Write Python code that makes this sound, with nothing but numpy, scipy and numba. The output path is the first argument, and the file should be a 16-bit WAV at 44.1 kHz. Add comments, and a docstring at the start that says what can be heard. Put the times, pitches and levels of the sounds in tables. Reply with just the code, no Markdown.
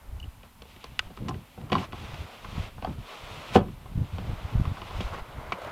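"""Car window winder, open door, outdoors

A hand turns the winder close to one microphone: knob, gear and end stop ring the door modes,
plastic snaps as noise bursts, cloth and sliding glass rub as filtered noise of uneven grain.
At the end the hinge creaks in short resonant scrapes; small sine glides squeak near the start.
Breeze (moving band-pass noise), single eddies, a distant hush and two preamplifier hisses lie below.
"""
import sys
import numpy as np
from scipy import signal
from scipy.fft import rfft, irfft
from scipy.io import wavfile
from scipy.ndimage import uniform_filter1d
from numba import njit

SR = 44100
rng = np.random.default_rng(int(sys.argv[2]) if len(sys.argv) > 2 else 0)


def makeup_ratio(level_db):
    """Linear amplitude ratio for a level in decibels (20 dB per factor of ten)."""
    decades = np.asarray(level_db, float) / 20
    return 10 ** decades


def to_wav(sig):
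    """Store sig (one row per channel, or 1-D mono) as 16-bit WAV at the path in sys.argv[1].

    Samples outside -1..1 are clipped; the rate is SR.
    """
    pcm = np.clip(np.atleast_2d(sig), -1, 1) * 32767
    pcm = np.round(pcm).astype(np.int16)
    wavfile.write(sys.argv[1], SR, pcm.T)  # frames by channels


N = 252119  # samples

# knocks, peaks before rattle: t/s, mid peak/dB, strongest pitch f/Hz, thud peak/dB, click peak/dB
KNOCKS = [(.432, -46, 515, -48, -42), (.62, -38.5, 403, -45.5, -44), (.654, -41.5, 506, -52, -48),
          (.762, -47, 845, -44, -41), (.841, -32.5, 830, -45, -38), (.992, -18.5, 1490, -55, -13.5),
          (1.103, -40.5, 477, -40.5, -50), (1.174, -33, 1090, -36.5, -38.5), (1.284, -29, 970, -39, -28.5),
          (1.291, -26.5, 890, -28.5, -32), (1.309, -31, 800, -30, -45), (1.343, -40, 1720, -44, -38),
          (1.577, -35.5, 570, -32.5, -61), (1.613, -44, 885, -44, -44), (1.701, -35, 875, -34, -41),
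          (1.719, -24, 780, -15, -21.5), (1.723, -17.5, 600, -20.5, -31), (1.729, -19.5, 890, -24.5, -17),
          (1.753, -13, 1040, -24.5, -26), (1.761, -22, 730, -21, -36), (1.783, -31, 764, -27, -28),
          (1.799, -32.5, 600, -30.5, -44), (1.812, -35, 850, -32, -44), (1.83, -31.5, 1040, -43, -54),
          (1.923, -39, 1610, -45, -35), (1.93, -30.5, 855, -30.5, -35.5), (2.143, -35.5, 745, -42, -33),
          (2.446, -32, 1250, -41, -52), (2.781, -36.5, 730, -40.5, -63), (2.824, -26, 650, -34, -35),
          (2.847, -20, 770, -35, -32.5), (2.871, -28, 680, -30, -54), (2.894, -41, 713, -39, -47),
          (3.556, -4.5, 483, -7, -28), (3.56, -11.5, 700, -10.5, -16), (3.568, -11, 410, -19.5, -36),
          (3.575, -20, 694, -23, -40), (3.589, -25, 644, -20, -35), (3.61, -29, 500, -25, -58),
          (3.656, -46, 470, -33.5, -60), (3.683, -44, 1140, -33, -43), (3.858, -38.5, 756, -49, -48),
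          (4.183, -30, 460, -35.5, -36), (4.653, -29, 1040, -34, -36.5), (4.77, -31.5, 1280, -48, -46),
          (4.818, -32.5, 1010, -39, -31.5), (4.909, -32.5, 800, -52, -37), (5.005, -25, 400, -26.5, -29.5),
          (5.132, -41, 476, -49, -41), (5.521, -17, 1026, -34, -29), (5.524, -22.5, 2200, -34, -27.5)]
# modes of door panel, winder and glass: f/Hz, relative level/dB, undamped t60/s
DOOR_MODES = [(94.2, 6.5, 0.14), (144, 2, 0.12), (182.3, -1.5, 0.21), (287, -4.5, 0.087), (345, 1.5, 0.056),
              (488, 10, 0.04), (569, 10.5, 0.028), (742, 10, 0.051), (851, 2.5, 0.082), (1040, 6, 0.057),
              (1106, 11.5, 0.033), (1216, -3, 0.099), (1281, -3, 0.13), (1510, 7, 0.053),
              (1672, 1.5, 0.042), (1960, 6, 0.11), (2300, 6.5, 0.078), (2593, 19.5, 0.029),
              (2830, 9, 0.072), (2950, 6, 0.089), (3290, 11, 0.068), (3740, 10, 0.046), (4530, 9, 0.057),
              (5160, 9.5, 0.025)]
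# noise of first contact: f/Hz, width/Hz, relative level/dB
CRACK_BANDS = [(4050, 1400, 2.5), (9500, 8000, -31)]
# dry snaps of plastic on plastic: t/s, t60/s, peak/dB, centre f/Hz
SNAPS = [(.199, 0.023, -46.5, 4500), (.62, 0.018, -37.5, 3000), (.842, 0.017, -32, 3500),
         (.992, 0.014, -14.5, 3020), (1.058, .015, -50, 2500), (1.168, .04, -44, 4000),
         (1.283, 0.046, -35, 3500), (1.291, 0.037, -36, 6000), (1.343, .02, -48, 3000),
         (1.698, 0.025, -41, 2800), (1.924, 0.026, -45, 3000), (2.447, .02, -36, 2500),
         (4.185, .04, -46, 2500), (4.265, .02, -50, 4000), (4.654, .025, -40, 2200),
         (5.008, .05, -30, 3000), (5.522, 0.066, -28, 2020)]
# glass sliding in its felt, one table a pull: t/s, treble level/dB
SLIDES = [
    [(1.92, -74), (1.95, -53.5), (2.0, -51), (2.12, -50.5), (2.4, -55), (2.62, -47.5), (2.68, -51.5),
     (2.75, -81)],
    [(2.98, -61.5), (3.06, -53), (3.14, -47), (3.23, -52), (3.32, -48), (3.49, -49), (3.54, -51),
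     (3.57, -63)],
]
# cloth and shoes shuffling: t/s, treble level/dB, body over treble/dB
SHUFFLE = [(0, -80, 20), (.25, -67, 6.5), (.55, -77, 5), (.7, -58.5, -4), (1.1, -62.5, 2.5),
           (1.55, -63, 0.5), (1.7, -66.5, 12), (2.85, -62, 2.5), (3.65, -63.5, 2), (3.9, -64, 6.5),
           (4.16, -55, 5), (4.31, -53.5, 7), (4.55, -54, 7.5), (4.8, -53, 6), (5.04, -47, 5),
           (5.12, -51.5, 6), (5.24, -57, 7.5), (5.45, -57.5, 12.5), (5.72, -52.5, 12.5)]
# hand and knob scraping the trim: t/s, hold/s, treble level/dB, body over treble/dB
SCRAPES = [(0.446, .01, -64, 9), (0.835, 0.032, -57.5, 3), (1.028, 0.041, -62.5, 7),
           (1.258, 0.044, -71, 14), (1.738, 0.024, -47, 8.5), (1.781, 0.066, -46, 4), (2.837, 0.1, -57, 5),
           (3.552, 0.0077, -33, -1.5), (5.14, .01, -49.5, 14.5), (5.185, .01, -52, 13.5)]
# panel body under rubbing: f/Hz, width/Hz, relative level/dB
RUB_BODY_BANDS = [(470, 400, -2.5), (754, 337, 2), (1028, 287, 1), (1394, 395, -4), (2120, 340, -10)]
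# bright panel edge under rubbing: f/Hz, width/Hz, relative level/dB
RUB_EDGE_BANDS = [(1923, 440, -1.5), (2480, 760, 4.5), (3470, 1500, 0.5)]
# hinge slips: t/s, peak/dB
HINGE_SLIPS = [(5.304, -51), (5.329, -71), (5.397, -43), (5.429, -40), (5.459, -41), (5.585, -34),
               (5.617, -29.5), (5.647, -28.5), (5.672, -32.5), (5.697, -36)]
# steady hinge drag: t/s, level/dB
HINGE_DRAG = [(5.24, -85), (5.31, -63), (5.45, -50), (5.55, -57), (5.63, -70), (5.72, -58)]
# hinge resonances: f/Hz, width/Hz, relative level/dB
HINGE_BANDS = [(610, 72, 17.5), (1090, 250, 0), (1320, 67, 3)]
# squeaks of seat trim: t/s, length/s, peak/dB, mean f/Hz
SQUEAKS = [(0.2, 0.0069, -40, 2950), (.228, 0.0084, -39.5, 2940), (0.24, 0.0061, -41, 2910)]
# breeze on the capsule: t/s, eddy level/dB, eddy f/Hz
BREEZE = [(0.0, -54, 55), (0.1, -39.5, 62), (0.64, -54, 53), (1.0, -45, 68), (1.31, -40.5, 130),
          (1.45, -54.5, 90), (1.78, -47, 119), (1.97, -42, 87), (2.38, -52, 87.5), (2.5, -36, 92),
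          (2.76, -37.5, 68), (3.0, -33, 86.5), (3.1, -55.5, 75.4), (3.23, -40.5, 79.6), (3.45, -51, 104),
          (3.66, -34.5, 100), (3.81, -43.5, 77.6), (3.92, -35.5, 81), (4.25, -36, 77), (4.62, -34.5, 91),
          (4.9, -39.5, 77), (5.48, -40.5, 71), (5.55, -51, 82), (5.72, -46, 105)]
# single strong eddies: t/s, peak/dB, f/Hz, length/cycles
BUFFETS = [(0.074, -31.5, 42, 1.4), (0.117, -32.5, 61, 1.65), (0.266, -30.5, 55, 2),
           (1.05, -34.5, 40, 1.15), (1.191, -39, 57, 2.6), (2.134, -30.5, 85, 0.92), (2.483, -31, 116, 1.3),
           (2.575, -21.5, 119, 1.56), (2.585, -22.5, 76.5, 2.7), (2.977, -28.5, 103, 2.4),
           (3.225, -37.5, 67, 1.9), (3.949, -22.5, 103, 2.1), (3.974, -17.5, 122, 1.17),
           (4.008, -22.5, 112, 2.5), (4.127, -26, 86, 3.1), (4.291, -26, 103, 1.6), (4.328, -23, 95, 1.3),
           (4.44, -26, 74.5, 2.1), (4.545, -15.5, 96, 2.3), (4.568, -16.5, 53, 1.4),
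           (4.593, -15, 134, 1.46), (4.611, -15, 79, 0.91), (4.668, -20.5, 74, 1.57),
           (4.708, -22.5, 107.5, 2.5), (4.95, -27.5, 40.3, 1.4), (4.976, -24.5, 90, 3.8),
           (5.033, -26, 44, 1.7), (5.053, -27, 43.1, 1.15), (5.209, -32, 39, 1)]
# open-air hush with capsule hiss: f/Hz, relative density/dB
AIR_SPECTRUM = [(88, -40), (150, -9.5), (226, 3), (361, -18.5), (905, -6.5), (1260, -12.5), (1600, -15),
                (2870, -15), (5790, -24), (14800, -22.5), (16000, -46)]
# preamplifier noise: f/Hz, width/Hz, relative level/dB
PREAMP_BANDS = [(400, 170, -2), (12000, 9000, 0.5)]

THUD_TOP_HZ, CLICK_FOOT_HZ = 400, 1900
CLICK_HZ, CLICK_OCT_PER_DB = 2410, -0.05
# t60 factors: panel below THUD_TOP_HZ, modes above it, extra above CLICK_FOOT_HZ
PANEL_RING, UPPER_RING, CLICK_RING = 0.44, 0.058 / 0.12, 0.57
MODE_SCATTER_DB, MODE_RISE_CYCLES = 2.2, 1.8
CRACK_T60_S, CRACK_RISE_S = 0.029, 0.00056
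RATTLE_S, RATTLE_DB = 0.02, -8
CAVITY_T60_S, CAVITY_RISE_S, CAVITY_DB = 0.18, 0.0011, -13
SNAP_RISE_S, SNAP_WIDTH_PER_HZ = 0.00042, 0.8
SLIDE_BODY_OVER_TREBLE_DB = 3
SCRAPE_RISE_S, SCRAPE_FALL_S = 0.016, 0.015  # time constants
RUB_TOP_HZ, RUB_TOP_DB = 4700, -11
RUB_FLICKER_DB, RUB_FLICKER_RATE_HZ = 0.9, 45
SLIP_DECAY_S, SLIP_RISE_S = 0.004, 0.00064  # decay is a time constant
DRAG_FLICKER_DB, DRAG_FLICKER_RATE_HZ = 3.9, 38
SQUEAK_GLIDE = 0.088  # total rise over mean pitch
GUST_RATE_HZ, FRINGE_GUST_DB = 21.86, 5.5
AIR_DB, PREAMP_DB = -58.5, -71


def curve(table):
    """Interpolate table columns to one value a sample."""
    s, *columns = np.transpose(table)
    return [np.interp(np.arange(N) / SR, s, c) for c in columns]


def level(x, db):
    """Set the rms."""
    return x * makeup_ratio(db) / np.sqrt(np.mean(x ** 2))


def peak(x, db):
    """Set the absolute peak."""
    return x * makeup_ratio(db) / np.abs(x).max()


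def decay(t, t60_s):
    """Exponential fall of 60 dB in t60_s."""
    return np.exp(-np.log(1000) * t / t60_s)


def add_at(out, s, sound):
    """Add a sound in place from time s."""
    start = int(s * SR)
    out[start:start + len(sound)] += sound


@njit
def svf(x, hz, width):
    """State-variable band-pass with movable centre, gain 1 at the centre."""
    y, b, l = np.empty(len(x)), 0., 0.
    for i in range(len(x)):
        g, k = np.tan(np.pi * hz[i] / SR), width[i] / hz[i]
        v = (b + g * (x[i] - l)) / (1 + g * (g + k))
        b, l, y[i] = 2 * v - b, l + 2 * g * v, k * v
    return y


def resonate(x, bands):
    """Sum of fixed resonances, neighbours in opposite sign."""
    one = np.ones(len(x))
    return sum((-1) ** k * makeup_ratio(db) * svf(x, hz * one, width * one)
               for k, (hz, width, db) in enumerate(bands))


def walk(rate_hz):
    """Random levels held 1 / rate_hz and smoothed twice; spread near 1."""
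    hold = int(SR / rate_hz)
    steps = np.repeat(rng.standard_normal(N // hold + 1), hold)
    return 1.41 * uniform_filter1d(uniform_filter1d(steps, hold), hold)[:N]


def knocks():
    """Blows ring shared modes: mid near the blow's pitch, low by its weight, top by its hardness."""
    out, skin = np.zeros(N + SR), np.zeros(N + SR)
    hz, mode_db, mode_t60_s = np.transpose(DOOR_MODES)[:, :, None]
    t = np.arange(SR // 3) / SR
    low, high = hz[:, 0] < THUD_TOP_HZ, hz[:, 0] > CLICK_FOOT_HZ
    # the hand damps the upper modes
    damping = np.where(hz < THUD_TOP_HZ, PANEL_RING, UPPER_RING)
    damping = damping * np.where(hz > CLICK_FOOT_HZ, CLICK_RING, 1)
    fade = decay(t, mode_t60_s * damping) * np.minimum(t * hz / MODE_RISE_CYCLES, 1)
    crack_shape = decay(t, CRACK_T60_S) * np.minimum(t / CRACK_RISE_S, 1)
    for s, mid_db, pitch_hz, thud_db, click_db in KNOCKS:
        # relatively harder clicks weight lower modes (negative slope)
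        click_hz = CLICK_HZ * 2 ** (CLICK_OCT_PER_DB * (click_db - mid_db))
        scatter, phase = rng.standard_normal((2, len(hz), 1))
        mode_gain = makeup_ratio(mode_db + MODE_SCATTER_DB * scatter)
        rings = mode_gain * fade * np.sin(2 * np.pi * hz * t + 0.84 * phase)
        near = np.exp(-((hz - pitch_hz) / 300) ** 2) + 0.24 * (hz < CLICK_FOOT_HZ)
        bright = np.exp(-(np.log2(hz / click_hz) / 0.53) ** 2) + 0.62
        crack = resonate(rng.standard_normal(len(t)), CRACK_BANDS) * crack_shape
        mid = (rings * near)[~low].sum(0)
        thud = rings[low].sum(0)
        click = (rings * bright)[high].sum(0) + 1.73 * crack
        blow = peak(mid, mid_db) + peak(thud, thud_db) + peak(click, click_db)
        add_at(out, s, rattle(blow, min(makeup_ratio(thud_db - mid_db + 24), 1)))
        # the thud level drives the outer skin
        add_at(skin, s, peak(blow, thud_db))
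    return out[:N] + cavity(skin[:N])


def rattle(blow, weight):
    """Loose parts bounce at six random, weakening lags; blows with little thud shake them less."""
    lag_s, size = rng.random((2, 6))
    lag_s = RATTLE_S * np.sort(lag_s)
    taps = np.zeros(int(RATTLE_S * SR) + 2)
    bounce = weight * makeup_ratio(RATTLE_DB) * (2 * size - 1) * np.exp(-lag_s / RATTLE_S)
    taps[(lag_s * SR).astype(int) + 1] = bounce
    taps[0] = 1
    return signal.fftconvolve(blow, taps / np.sqrt(np.sum(taps ** 2)))[:len(blow)]


def cavity(x):
    """The hollow door prolongs blows as a short dull wash: convolution with decaying noise."""
    t = np.arange(SR // 4) / SR
    wash = signal.lfilter(*signal.butter(1, 1500, fs=SR), rng.standard_normal(len(t)))
    wash = wash * decay(t, CAVITY_T60_S) * np.minimum(t / CAVITY_RISE_S, 1)
    return makeup_ratio(CAVITY_DB) * signal.fftconvolve(x, wash / np.sqrt(np.sum(wash ** 2)))[:N]


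def snaps():
    """Bursts of tiny fractures: broad noise with a fast rise and decay."""
    out, t = np.zeros(N + SR), np.arange(SR // 10) / SR
    for s, t60_s, db, hz in SNAPS:
        band = [(hz, SNAP_WIDTH_PER_HZ * hz, 0)]
        burst = resonate(resonate(rng.standard_normal(len(t)), band), band)
        burst = burst * decay(t, t60_s) * np.minimum(t / SNAP_RISE_S, 1)
        add_at(out, s, peak(burst, db))
    return out[:N]


def fibre_slips():
    """Dense noise of uneven grain size with a slow flicker."""
    grain_db = 1.9 * rng.exponential(size=N)
    flicker_db = RUB_FLICKER_DB * walk(RUB_FLICKER_RATE_HZ)
    return rng.standard_normal(N) * makeup_ratio(grain_db + flicker_db)


def rub():
    """Fibre slips heard through the panel's body and its bright edge."""
    body_gain, treble_gain = rub_strength()
    body = level(resonate(fibre_slips(), RUB_BODY_BANDS), 0)
    edge = level(resonate(fibre_slips(), RUB_EDGE_BANDS), 0)
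    top = resonate(fibre_slips(), [(RUB_TOP_HZ, 4000, 0)])
    top = level(resonate(top, [(RUB_TOP_HZ, 6000, 0)]), RUB_TOP_DB)
    # stronger rubbing is brighter: the top grows more than the edge
    top_growth = (treble_gain / makeup_ratio(-41.5)) ** 0.35
    return body_gain * body + treble_gain * (edge + top_growth * top)


def rub_strength():
    """Body and treble gains of shuffle, slides and scrapes together; powers add."""
    t = np.arange(N) / SR
    db, body_db = curve(SHUFFLE)
    parts = [(makeup_ratio(db), body_db)]
    for pull in SLIDES:
        active = (t > pull[0][0]) * (t < pull[-1][0])
        parts.append((makeup_ratio(curve(pull)[0]) * active, SLIDE_BODY_OVER_TREBLE_DB))
    for s, hold_s, db, body_db in SCRAPES:
        rise = np.minimum(t - s, 0) / SCRAPE_RISE_S
        fall = np.maximum(t - s - hold_s, 0) / SCRAPE_FALL_S
        parts.append((makeup_ratio(db) * np.exp(rise - fall), body_db))
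    body_power = sum((gain * makeup_ratio(b)) ** 2 for gain, b in parts)
    treble_power = sum(gain ** 2 for gain, b in parts)
    return np.sqrt(body_power), np.sqrt(treble_power)


def creak():
    """The dry hinge drags and lets go in short scrapes, each ringing it briefly."""
    out, t = np.zeros(N + SR), np.arange(SR // 20) / SR
    shape = np.exp(-t / SLIP_DECAY_S) * np.minimum(t / SLIP_RISE_S, 1)
    for s, db in HINGE_SLIPS:
        slip = resonate(rng.standard_normal(len(t)) * shape, HINGE_BANDS)
        add_at(out, s, peak(slip, db))
    grit = makeup_ratio(DRAG_FLICKER_DB * walk(DRAG_FLICKER_RATE_HZ)) * rng.standard_normal(N)
    drag = level(resonate(grit, HINGE_BANDS), 0)
    return out[:N] + makeup_ratio(curve(HINGE_DRAG)[0]) * drag


def squeaks():
    """A few milliseconds of clean stick-slip tone that rises a little."""
    out = np.zeros(N)
    for s, length_s, db, hz in SQUEAKS:
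        u = np.arange(int(length_s * SR)) / (length_s * SR)
        turns = hz * length_s * (u + SQUEAK_GLIDE * (u ** 2 - u) / 2) + rng.random()
        add_at(out, s, makeup_ratio(db) * np.sin(np.pi * u ** 0.54) * np.sin(2 * np.pi * turns))
    return out


def breeze():
    """Eddies roll over the capsule as moving band noise, with a slower swell and a rougher fringe."""
    db, hz = curve(BREEZE)
    eddy = svf(svf(rng.standard_normal(N), hz, 1.14 * hz), hz, 1.22 * hz)
    swell = svf(rng.standard_normal(N), 0.4 * hz, 0.14 * hz)
    fringe = svf(svf(rng.standard_normal(N), 1.56 * hz, 1.5 * hz), 2.07 * hz, 2.9 * hz)
    gust = walk(GUST_RATE_HZ)
    eddy = level(makeup_ratio(5.35 * gust + 1.53 * walk(10)) * eddy, 0)
    fringe = level(makeup_ratio(FRINGE_GUST_DB * gust) * fringe, -18)
    return makeup_ratio(db) * (eddy + level(swell, -10) + fringe)


def buffets():
    """A strong eddy pushes the membrane through about one to four cycles under a Hann window."""
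    out = np.zeros(N + SR)
    for s, db, hz, cycles in BUFFETS:
        turn = np.arange(int(SR * cycles / hz)) * hz / SR
        skew = 0.45 * np.sin(2 * np.pi * turn)
        push = np.hanning(len(turn)) * np.sin(2 * np.pi * (turn + rng.random()) + skew)
        add_at(out, s, peak(push, db))
    return out[:N]


def air():
    """Smooth distant hush: noise shaped in the spectrum."""
    hz = np.maximum(np.arange(N // 2 + 1) * SR / N, 1)
    point_hz, point_db = np.transpose(AIR_SPECTRUM)
    db = np.interp(np.log(hz), np.log(point_hz), point_db)
    return level(irfft(rfft(rng.standard_normal(N)) * makeup_ratio(db), N), AIR_DB)


def scene():
    """One capsule feeds both channels."""
    contact = knocks() + snaps() + rub() + creak() + squeaks()
    return np.tile(contact + breeze() + buffets() + air(), (2, 1))


def top_cut(x):
    """Nothing passes above the cut-off."""
    return signal.sosfilt(signal.butter(12, 16330, fs=SR, output="sos"), x)


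def record(dry):
    """Channels differ slightly in treble gain; each preamplifier adds its own noise."""
    treble_band = [(3500, 5500, 0)]
    treble = resonate(resonate(dry[0], treble_band), treble_band)
    mismatch = makeup_ratio(-39.5) * treble * np.array([[-1], [1]])
    hiss = np.array([resonate(rng.standard_normal(N), PREAMP_BANDS) for _ in range(2)])
    return top_cut(dry + mismatch + level(hiss, PREAMP_DB))


dry = scene()
out = record(dry)
to_wav(out)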